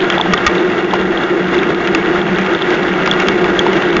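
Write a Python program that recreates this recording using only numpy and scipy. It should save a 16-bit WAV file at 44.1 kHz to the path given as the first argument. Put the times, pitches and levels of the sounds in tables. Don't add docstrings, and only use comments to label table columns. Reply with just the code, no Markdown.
import sys
import numpy as np
from scipy import signal
from scipy.fft import rfft, irfft
from scipy.io import wavfile
from scipy.ndimage import uniform_filter1d

SR = 44100
rng = np.random.default_rng(int(sys.argv[2]) if len(sys.argv) > 2 else 0)


def digitize_waveform(pressure):
    field = np.atleast_2d(pressure).T
    bounded = np.clip(field, -1, 1)
    quanta = np.round(bounded * 32767).astype(np.int16)
    wavfile.write(sys.argv[1], SR, quanta)


N = 176400


def from_db(db):
    return 10 ** (np.asarray(db) / 20)


def rms_one(x):
    return x / np.sqrt(np.mean(x ** 2) + 1e-20)


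def in_time(rows):
    return np.interp(np.arange(N) / SR, *np.transpose(rows))


def drift(rate_hz):
    step = 40
    r = np.exp(-2 * np.pi * rate_hz * step / SR)
    noise = rng.standard_normal(N // step + 2002)
    slow = signal.lfilter([1], [1, -2 * r, r * r], noise)[2000:]
    return np.interp(np.arange(N) / step, np.arange(len(slow)), rms_one(slow))


def coloured(x, spectrum):
    hz, db = np.transpose(spectrum)
    grid_hz = np.maximum(np.arange(N // 2 + 1) * SR / N, 1)
    gain = from_db(np.interp(np.log(grid_hz), np.log(hz), db))
    cepstrum = irfft(np.log(gain), N)
    cepstrum[N // 2:] = 0
    return rms_one(irfft(rfft(x) * np.exp(2 * rfft(cepstrum)), N))


def impacts(per_s, spread_db):
    sizes = from_db(spread_db * np.minimum(rng.exponential(1, N), 4.5))
    lands = rng.random(N) < per_s / SR
    return lands * sizes * rng.choice([-1, 1], N)


def clicks(rows):
    out = np.zeros(N)
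    for t, db in rows:
        out[int(t * SR)] += from_db(db)
    return out


def ring(x, hz, t60):
    r = from_db(-60 / (t60 * SR))
    angle = 2 * np.pi * hz / SR
    return signal.lfilter([0, np.sin(angle)], [1, -2 * r * np.cos(angle), r * r], x + 1e-18)


def resonance(x, hz, width_hz):
    r = np.exp(-np.pi * width_hz / SR)
    feedback = [1, -2 * r * np.cos(2 * np.pi * hz / SR), r * r]
    return signal.lfilter(np.array([1, 0, -1]) * (1 - r * r) / 2, feedback, x + 1e-18)


def blip(x, hz, t60):
    width_hz = np.log(1000) / (np.pi * t60)
    return np.e * resonance(ring(x, hz, t60), hz, width_hz)


def roof_ringing(modes, levels, gain_db, even_s=0.11, evenness=0.51):
    ringing = 0
    for hz, width_hz, db in modes:
        note = resonance(impacts(per_s=900, spread_db=3.5), hz, width_hz)
        ringing += from_db(db) * rms_one(resonance(note, hz, 4 * width_hz))
    power = np.abs(uniform_filter1d(ringing ** 2, int(even_s * SR))) + 1e-9
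    evened = ringing / power ** (evenness / 2)
    return from_db(gain_db + in_time(levels)) * rms_one(evened)


def roof():
    # f/Hz, width/Hz, relative level/dB
    boom_modes = [(57, 12, -19.5), (72, 19, -24), (187.1, 15, 2), (210, 55, -6.5)]
    drum_modes = [(350.3, 31.2, 0), (383.7, 60, -8), (466.7, 48, -14)]
    # t/s, relative level/dB
    boom_levels = [(0.0, -27.5), (0.26, -25), (0.29, -17), (0.39, -30), (0.57, -21.5), (0.63, -34),
                   (0.69, -20), (0.76, -31), (1.08, -20), (1.26, -32), (1.46, -23.5), (2.06, -24),
                   (2.42, -17), (2.6, -35), (2.72, -23.5), (3.62, -22), (3.9, -26), (4.0, -15.5)]
    drum_levels = [(0, -12.5), (.09, -18.5), (.22, -19), (.31, -16), (.41, -23), (.52, -15.5), (.63, -10.5),
                   (.73, -18), (.86, -16), (.92, -20), (.99, -13), (1.12, -18), (1.16, -10.5), (1.21, -21),
                   (1.35, -11.5), (1.45, -19), (1.59, -13), (1.75, -14.5), (1.81, -21), (1.96, -11.5),
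                   (2.02, -20), (2.1, -11.5), (2.16, -18), (2.35, -17), (2.47, -17.5), (2.53, -12.5),
                   (2.61, -23), (2.7, -10.5), (2.8, -18), (3.12, -16.5), (3.38, -13.5), (3.56, -14.5),
                   (3.77, -11), (3.82, -19.5), (3.88, -12), (4, -16.5)]
    boom = roof_ringing(boom_modes, boom_levels, gain_db=0.5)
    return boom + roof_ringing(drum_modes, drum_levels, gain_db=-0.5)


def wash(far_db=1, flicker_db=2.27, near_db=-1.5):
    # f/Hz, relative level/dB
    colour = [(20, -11), (104, -12), (135, 0), (235, -0.5), (550, 0.5), (650, 1), (725, 2.5), (810, 0),
              (890, -0.5), (1010, -4.5), (1080, -0.5), (1145, -3.5), (1215, 1.5), (1290, -1.5), (1440, 4.5),
              (1500, -2), (1620, 3), (1730, -4), (1950, 1), (2080, -6), (2200, -2.5), (2440, -15),
              (2660, -9), (2790, -4.5), (3020, -17.5), (3350, -10), (4050, -22), (5500, -29), (7200, -30.5)]
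    # t/s, relative level/dB
    downpour = [(0, -20.5), (.2, -21), (.4, -21.5), (.58, -20.5), (.85, -22), (1.15, -21.5), (1.42, -22.5),
                (1.58, -19.5), (1.8, -22), (1.9, -19.5), (2.3, -21.5), (2.44, -18), (2.6, -22.5),
                (2.73, -19), (2.9, -20), (3.07, -19), (3.5, -19.5), (4, -19.5)]
    far_gain = from_db(far_db + flicker_db * drift(rate_hz=19.7))
    far = far_gain * coloured(rng.standard_normal(N), colour)
    near = from_db(near_db) * coloured(impacts(per_s=700, spread_db=1), colour)
    return from_db(in_time(downpour)) * (far + near)


def eaves(x):
    # delay/s, level/dB
    echoes = [(0.0114, -15.5), (0.0186, -18)]
    n = np.arange(N)
    return x + sum(from_db(db) * np.interp(n - delay * SR, n, x, left=0) for delay, db in echoes)


def tick(drops, hz, t60):
    crack = from_db(-17.5) * ring(drops, hz=5800, t60=0.0022)
    return crack + blip(drops, hz, t60)


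def spray(drops_per_s=260, pitch_count=8, ring_cycles=8, gain_db=-25.5):
    # t/s, relative level/dB
    levels = [(0, 8), (.25, 0), (.42, -5), (.58, -4), (.8, -2), (1.35, -8), (1.58, 4.5), (1.78, -3),
              (2.25, 1.5), (2.45, 3), (2.9, 2), (3.15, 0), (3.5, -4), (4, 3.5)]
    crackle = 0
    for hz in np.geomspace(1370, 3490, pitch_count):
        droplets = impacts(drops_per_s / pitch_count, spread_db=3)
        crackle += tick(droplets, hz, t60=ring_cycles / hz)
    return from_db(gain_db + in_time(levels)) * crackle


def splats(t60=0.046, gain_db=-11):
    # t/s, relative level/dB
    drops = [(.551, -3.5), (.9365, 0.5), (1.4851, -9), (1.545, -5.5), (1.8733, 1.5), (2.385, -1),
             (2.415, -7), (2.4624, -4), (2.705, -0.5), (2.745, -8), (3.0606, 3), (3.2001, 3), (3.2197, -1),
             (3.2705, -4), (3.5365, -17.5), (3.731, 0), (3.767, -4), (3.8218, -3.5)]
    # f/Hz, relative level/dB
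    colour = [(100, -25.5), (600, -6), (1400, 2), (2100, 4.5), (3400, -4), (4200, -16), (7200, -24)]
    decay = from_db(-60 / (t60 * SR))
    envelope = signal.lfilter([1], [1, -decay], clicks(drops) + 1e-18)
    return from_db(gain_db) * envelope * coloured(rng.standard_normal(N), colour)


def plops(gain_db=-3.5):
    # t/s, relative level/dB, f/Hz
    drips = [(.1772, 0.5, 780), (.198, 2, 960), (.208, -4, 760), (.2595, -2.5, 820), (.9322, -5, 800),
             (.9362, 3, 1000), (.9408, -2, 680), (3.076, -1, 1010), (3.151, -14, 1170), (3.448, -9, 1070),
             (3.665, 4.5, 930)]
    return from_db(gain_db) * sum(blip(clicks([(t, db)]), hz, t60=0.0082) for t, db, hz in drips)


def ticks(gain_db=-0.5):
    # t/s, relative level/dB, f/Hz
    drops = [(.1012, -3, 3350), (0.105, -8, 3280), (0.124, -9.5, 3200), (0.1816, -7.5, 3440),
             (0.2123, 1, 3440), (.3245, -13, 3170), (0.3741, -16, 3500), (.378, -7, 3180),
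             (0.5818, -12, 3600), (.9102, -17, 3300), (1.1746, -9.5, 3240), (1.237, -15, 3440),
             (1.589, -11, 3500), (1.9487, 3.5, 2710), (2.2157, -12.5, 3350), (2.5491, -9, 3480),
             (2.606, -23, 3470), (2.6214, -7, 3370), (3.1129, 9.5, 3370), (3.2848, -2, 3180),
             (3.5919, 14, 3284)]
    return from_db(gain_db) * sum(tick(clicks([(t, db)]), hz, t60=0.0048) for t, db, hz in drops)


def knocks():
    # t/s, relative level/dB, treble cutoff/Hz, thud level/dB
    drops = [(.1007, -6.5, 6000, -22), (.3355, 13.5, 1100, -21), (.4652, 14, 3000, -4),
             (.4775, -4.5, 4000, -15), (1.9482, -2, 6060, -26), (3.0752, -1, 1490, -32),
             (3.2847, -2.5, 4900, -14), (3.4431, -7, 2500, -30), (3.9669, -5.5, 5000, -30)]
    # f/Hz, relative level/dB, time to fade by 60 dB/s
    modes = [(1217, -1, 0.026), (1430, -9.5, 0.033), (1890, -2.5, .028), (2240, 1.5, 0.015),
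             (2683, -0.5, 0.012), (3460, -6, 0.028), (4660, -3, 0.0034)]
    force = 0
    for t, db, cutoff_hz, _ in drops:
        softness = np.exp(-2 * np.pi * cutoff_hz / SR)
        force += signal.lfilter([1 - softness], [1, -softness], clicks([(t, db)]))
    housing = sum((-1) ** k * from_db(db) * ring(force, hz, t60) for k, (hz, db, t60) in enumerate(modes))
    shoves = clicks([(t, thud_db) for t, _, _, thud_db in drops])
    return housing + ring(shoves, hz=64, t60=0.048)


def scene():
    return (roof() + eaves(wash()) + spray() + splats() + plops() + ticks() + knocks())[None]


def record(dry, ceiling=0.59, sharpness=6):
    clipped = dry / (1 + np.abs(dry / ceiling) ** sharpness) ** (1 / sharpness)
    low_pass = signal.firwin(201, cutoff=7220, width=1150, fs=SR)
    return signal.fftconvolve(clipped, low_pass[None], "same")


dry = scene()
out = record(dry)
digitize_waveform(out)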